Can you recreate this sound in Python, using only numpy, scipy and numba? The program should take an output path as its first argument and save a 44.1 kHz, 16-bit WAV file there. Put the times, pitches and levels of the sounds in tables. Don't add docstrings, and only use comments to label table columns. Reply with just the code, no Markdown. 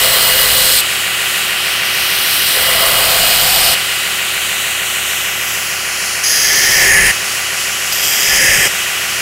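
import sys
import numpy as np
from scipy import signal
from scipy.fft import rfft, irfft, next_fast_len
from scipy.io import wavfile
from scipy.ndimage import uniform_filter1d
from numba import njit

SR = 44100
rng = np.random.default_rng(int(sys.argv[2]) if len(sys.argv) > 2 else 0)


def bounce(signal):
    frames = np.transpose(np.atleast_2d(signal))
    limited = np.clip(frames, -1, 1)
    pcm = np.round(limited * 32767).astype(np.int16)
    wavfile.write(sys.argv[1], SR, pcm)


N = 406161

# pitch_hz, width_hz, level_db, db_per_bend, db_per_tilt
TIP_GRIP_MODES = [(413, 53, -26, 7.5, 3), (520, 21, -17, 6.5, 2.5), (663, 47, -17, 8, -1.7),
                  (760, 84, -17, 7, -3.5), (1183, 320, -13, 8, 0), (1690, 250, -11, 3, 1.5),
                  (1996, 100, -12.5, 5, 3.5), (2483, 120, -14, 1.5, -4), (2884, 21, -7, 3, 0.5),
                  (3195, 140, -7, 2.5, 0), (4100, 130, -6.5, 0, 1), (4870, 690, -6, 1.5, -1.5),
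                  (8130, 320, -8, 0.2, 2.5), (8960, 90, -7.5, 0, 2), (10250, 520, -8.5, 3.5, 3),
                  (12040, 280, -3.5, 1.5, 2), (12940, 330, -8, -3.5, -1), (13600, 630, -2.5, 1, 0),
                  (15050, 510, -6, 2.5, 2)]
BACK_GRIP_MODES = [(305, 120, -28, 7, -7), (406, 43, -20.5, 5, -1.5), (540, 34, -18.5, 4.5, -0.5),
                   (740, 310, -18, 5, -3), (1733, 53, -6, 6.5, 1.5), (1863, 36, -7.5, 6.5, 1.5),
                   (2012, 52, -7, 5, 0), (2183, 150, -6.5, 5, -0.5), (2530, 560, -8, 8.5, -5),
                   (3223, 180, -6.5, 0, -2), (4915, 220, -3, -0.5, 0.5), (5800, 830, -3.5, 0.5, 1),
                   (6520, 290, -5, 2, 3.5), (7280, 890, -13.5, 6, -8.5), (8500, 230, -11.5, 7.5, -6),
                   (10520, 570, -10.5, 8, 7), (12020, 150, -8, -3, -1.5), (13500, 230, -10.5, 2, -2),
                   (15000.0, 860, -12.5, 0.0, -1)]
# (time_s, pressure_db, bend, tilt)
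BAR_PASSES = [("tip", [(0, -15, 1.14, 1), (.2, -14, 0.87, .4), (.46, -12, 0.4, 0.93), (.7, -11.5, 0.15, 1),
              (.805, -10.5, -2.3, 1.1)]), ("tip", [(1.85, -27, -1.3, -1.8), (1.885, -29, -1.3, -1.8),
              (1.915, -42, -1.3, -1.8), (1.95, -29, -1.5, -1.8), (2.03, -22.5, -1.5, -1.8),
              (2.16, -23.5, -1.7, -1.6), (2.38, -18, -1, 0.43), (2.54, -17, -0.5, .8),
              (2.57, -17.5, 1, .45), (2.82, -16, 1.3, 0.56), (3.14, -14, 1, -1), (3.47, -11, 0.3, -1.5),
              (3.74, -12.5, 0.25, -1.6)]), ("back", [(6.24, -13.5, -1.7, 3), (6.4, -12, -0.86, 1.5),
              (6.62, -9, -0.036, 0.6), (6.73, -9, 0.25, -0.2), (6.95, -10.5, 1.46, .1),
              (7.11, -12.5, 1.5, -0.3)]), ("back", [(7.924, -14, -1.6, -1.3), (7.935, -20, -2.1, -1.4),
              (8.01, -19.5, -1.7, -1.6), (8.04, -14, -1.4, -2.2), (8.19, -15, -0.93, -1.6),
              (8.32, -9.5, .2, -0.19), (8.5, -11.5, 1, -0.092), (8.675, -14, 0.87, -0.59)])]
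# frequency_hz, level_db
TEARING_SPECTRUM = [(900, -7), (2000, -2.5), (4000, 8), (7000, 5), (10000, 5), (13000, -4), (16000, -56.5)]
SHOVE_SPECTRUM = [(15, -9), (30, 3.5), (100, 2), (200, 0), (400, -55), (1000, -27)]
SHOVE_BY_GRIP = {"tip": (-11.5, 1.48, 3.5), "back": (-21.5, 1.04, 9.9)}
# gain_turns_per_s, build_s
SPEED_RISES = [(.117, .001), (.13, 1.68), (.057, .65), (.035, 1)]
# frequency_hz, level_db
FRAME_SPECTRUM = [(18, -65), (30, -32), (64, -26), (114, -9), (234, -14.5), (270, -20.5), (350, -9),
                  (552, -14.5), (592, -11.5), (808, -8.5), (910, -12.5), (1050, -5), (2730, -0.5),
                  (4610, -14), (9000, -19), (11700, -68), (19800, -120)]
# pitch_hz, width_hz, level_db
FRAME_RESONANCES = [(393, 53, -3.5), (549.5, 39, 6.5), (661, 8.2, -0.5), (772, 48, -0.5), (1502, 57, -5),
                    (1630, 16, -1), (1894, 48, -2), (1930, 17, -3), (1995, 25, 0), (2288, 19, 3),
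                    (2295, 20, -8), (2554, 16, 6.5), (2774, 49, -4), (2900, 87, -5), (2957, 31, 2.5),
                    (3107, 22, 5), (3260, 31, 2)]
# frequency_hz, level_db
AIR_SPECTRUM = [(1500, -29), (3000, -0.5), (4000, 1.5), (5000, 0), (7500, 0.5), (10000, -1.5),
                (13000, -5.5), (16000, -13.5)]
# harmonic_number, level_db
DRIVE_HARMONICS = [(1, -57), (2, -45.5), (3, -51), (4, -52), (5, -53), (6, -55.5)]
# time_s, lowest_notch_hz, reflection_strength, frame_db, hiss_top_db
WORKER_STANCE = [(0, 6400, 0.48, -17, 7), (.8, 6000, 0.56, -17.5, 2), (1.3, 5630, .5, -16.5, 5),
                 (1.8, 7050, 0.56, -16, 2.5), (2.2, 7100, .58, -16, 8.5), (3.2, 5900, 0.58, -16.5, 10),
                 (3.7, 6350, 0.56, -17.5, 3), (4.1, 5800, 0.4, -17.5, 3.5), (4.5, 5270, 0.64, -18, 3.2),
                 (5, 5000, .66, -18, 4), (5.3, 4470, 0.57, -18.2, 5.5), (5.7, 3720, .62, -18.5, 4),
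                 (6.1, 3600, 0.67, -18.5, -8), (6.6, 3780, 0.57, -16.5, 5), (7.2, 3640, 0.44, -18, -1),
                 (7.9, 4000, 0.54, -18.5, -2), (8.4, 4100, 0.73, -17, -2), (8.75, 4250, 0.53, -17.7, 1),
                 (8.95, 4100, 0.4, -17.7, 3), (9.21, 3680, 0.47, -18, 1)]
# multiple_of_lowest, ceiling_hz, depth_share, share_per_octave_down
NOTCH_BANDS = [(1, 8000, 1.03, .01), (2.25, 11200, 0.75, 0.12), (3.35, 15500, .35, .6)]

IDLE_TURNS_PER_S, SLIP_TURNS, DRIVE_HZ = 6.623, .0003, 37.9
TOUCH_S, LIFT_S, CLEAR_DB, LIFT_UNBEND = .012, .019, -29, 1.5
FRAME_LOAD_DB, AIR_LOAD_DB = 17.5, 6


def grinding_bar(grip, modes, turns, tearing_db, fresh_share):
    bite = undb(.9 * walk(30) + 2.2 * walk(600))
    grit = mix(fresh_share, surface(turns, bumps=6600), rng.standard_normal(N))
    lumps = mix(fresh_share, surface(turns, bumps=6600), rng.standard_normal(N))
    tearing = unit(shape(bite * rng.standard_normal(N), TEARING_SPECTRUM))
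    shove = unit(shape(lumps, SHOVE_SPECTRUM))
    shove_db, db_per_pressure, shove_db_per_bend = SHOVE_BY_GRIP[grip]
    out = np.zeros(N)
    for rows in (contact_path(rows) for held, rows in BAR_PASSES if held == grip):
        on = slice(max(int(rows[0][0] * SR), 0), int(rows[-1][0] * SR))
        pressure_db, bend, tilt = (curve[on] for curve in curves(rows))
        force = (bite * grit)[on]
        bar = undb(tearing_db) * tearing[on]
        for k, (hz, width_hz, level_db, db_per_bend, db_per_tilt) in enumerate(modes):
            wander_db = 1.53 * walk(7)[on]
            ring = unit(signal.lfilter(*signal.iirpeak(hz, hz / width_hz, SR), force))
            gain = undb(level_db + db_per_bend * bend + db_per_tilt * tilt + wander_db)
            bar += (-1) ** k * gain * ring
        shove_gain = undb(shove_db + db_per_pressure * pressure_db + shove_db_per_bend * bend)
        out[on] = undb(pressure_db) * bar + shove_gain * shove[on]
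    return out


def contact_path(rows):
    start_s, start_db, start_bend, start_tilt = rows[0]
    end_s, end_db, end_bend, end_tilt = rows[-1]
    landing = (start_s - TOUCH_S, start_db + CLEAR_DB, start_bend, start_tilt)
    lifting = (end_s + LIFT_S, end_db + CLEAR_DB, end_bend - LIFT_UNBEND, end_tilt)
    return [landing, *rows, lifting]


def belt_speed_gain():
    t, gained = np.arange(N) / SR, np.zeros(N)
    for (_, rows), (gain, build_s) in zip(BAR_PASSES, SPEED_RISES):
        touch_s, lift_s = rows[0][0], rows[-1][0]
        rise = np.clip((np.minimum(t, lift_s) - touch_s) / build_s, 0, 1)
        drop = np.clip(1 - (t - lift_s) / .08, 0, 1)
        gained += gain * rise ** 2 * (3 - 2 * rise) * drop
    return gained


def frame_vibration(turns, upper_db, split_hz=2650, idler_ratio=5.115, idler_power=.07):
    belt = surface(turns, bumps=6658) * undb(.8 * surface(turns, bumps=6))
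    joint = sum(np.exp(-((turns - crossing) % 1) / .025) for crossing in (.235, .697))
    belt = belt + shape(joint * belt, modes=[(780, 200, 4), (1200, 600, 8)])
    idler = shape(surface(idler_ratio * turns, bumps=1302), modes=[(2200, 2500, 6)])
    roughness = belt + np.sqrt(idler_power) * idler
    broad = shape(mix(.04, roughness, rng.standard_normal(N)), FRAME_SPECTRUM)
    lower = shape(broad, modes=[mode for mode in FRAME_RESONANCES if mode[0] < split_hz])
    upper = shape(broad, modes=[mode for mode in FRAME_RESONANCES if mode[0] >= split_hz])
    return unit(broad + lower + undb(upper_db) * upper)


def air_hiss(top_db):
    hiss = unit(shape(rng.standard_normal(N), AIR_SPECTRUM)) * undb(1.03 * walk(12))
    top = signal.sosfilt(signal.butter(2, 11500, "high", fs=SR, output="sos"), hiss)
    return hiss + (undb(top_db) - 1) * top


def drive_hum(turns):
    spin = turns * DRIVE_HZ / np.median(np.gradient(turns) * SR)
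    hum = np.zeros(N)
    for harmonic, level_db in DRIVE_HARMONICS:
        amplitude = np.sqrt(2) * undb(level_db + 1.1 * walk(5))
        hum += amplitude * np.sin(2 * np.pi * (harmonic * spin + rng.random()))
    return hum


def body_reflections(sound, lowest_hz, strength, octaves_down, relative_widths=(.5, .42, .5)):
    for (multiple, ceiling_hz, share, per_octave), width in zip(NOTCH_BANDS, relative_widths):
        hz = np.minimum(multiple * lowest_hz, ceiling_hz)
        depth = np.clip(strength * (share + per_octave * octaves_down), 0, .68)
        sound = sound - depth * moving_bandpass(sound, hz, width * hz)
    return sound


def surface(turns, bumps):
    profile = signal.resample(rng.standard_normal(bumps), 4 * bumps)
    loop = np.append(profile, profile[0])
    return unit(np.interp(turns % 1 * len(profile), np.arange(len(loop)), loop))


def shape(x, spectrum=(), modes=()):
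    size = next_fast_len(N)
    hz = np.arange(1, size // 2 + 2) * SR / size
    gain = sum(undb(db) / (1 + 1j * (hz / pitch - pitch / hz) * pitch / width)
               for pitch, width, db in modes)
    if len(spectrum):
        points_hz, points_db = np.transpose(spectrum)
        gain = gain + undb(np.interp(np.log(hz), np.log(points_hz), points_db))
    return irfft(rfft(x, size) * gain, size)[:N]


@njit
def moving_bandpass(x, hz, width_hz):
    out, band_state, low_state = np.empty(len(x)), 0., 0.
    for i in range(len(x)):
        tuning, damping = np.tan(np.pi * hz[i] / SR), width_hz[i] / hz[i]
        band = (band_state + tuning * (x[i] - low_state)) / (1 + tuning * (tuning + damping))
        band_state, low_state = 2 * band - band_state, low_state + 2 * tuning * band
        out[i] = damping * band
    return out


def walk(rate_hz):
    hold = int(SR / rate_hz)
    steps = np.repeat(rng.standard_normal(N // hold + 1), hold)
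    return .98 * uniform_filter1d(uniform_filter1d(steps, hold), hold)[:N]


def mix(share, a, b):
    return np.sqrt(1 - share) * a + np.sqrt(share) * b


def curves(rows):
    time_s, *columns = np.transpose(rows)
    return [np.interp(np.arange(N) / SR, time_s, column) for column in columns]


def undb(db):
    return 10 ** (np.asarray(db) / 20)


def unit(x):
    return x / np.sqrt(np.mean(x ** 2))


def scene():
    gained = belt_speed_gain()
    turns = np.cumsum(IDLE_TURNS_PER_S + gained) / SR + SLIP_TURNS * walk(2)
    notch_hz, strength, frame_db, hiss_top_db = curves(WORKER_STANCE)
    octaves_down = np.log2(6000 / notch_hz)
    upper_db = 3 - 3 * octaves_down
    frame = undb(frame_db + FRAME_LOAD_DB * gained) * frame_vibration(turns, upper_db)
    air = undb(-17.3 + AIR_LOAD_DB * gained) * air_hiss(hiss_top_db)
    sound = frame + air + drive_hum(turns)
    sound += grinding_bar("tip", TIP_GRIP_MODES, turns, tearing_db=4.5, fresh_share=.45)
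    sound += grinding_bar("back", BACK_GRIP_MODES, turns, tearing_db=0, fresh_share=.8)
    sound = body_reflections(sound, notch_hz, strength, octaves_down)
    return np.array([sound, sound])


def record(dry, threshold_db=-13, cutoff_hz=15770):
    rms = np.sqrt(uniform_filter1d(dry ** 2, size=400))
    compressed = dry * np.minimum(1, undb(threshold_db) / rms) ** .45
    rounded = np.tanh(1.05 * compressed) / 1.05
    return signal.sosfilt(signal.ellip(14, .3, 85, cutoff_hz, fs=SR, output="sos"), rounded)


dry = scene()
out = record(dry)
bounce(out)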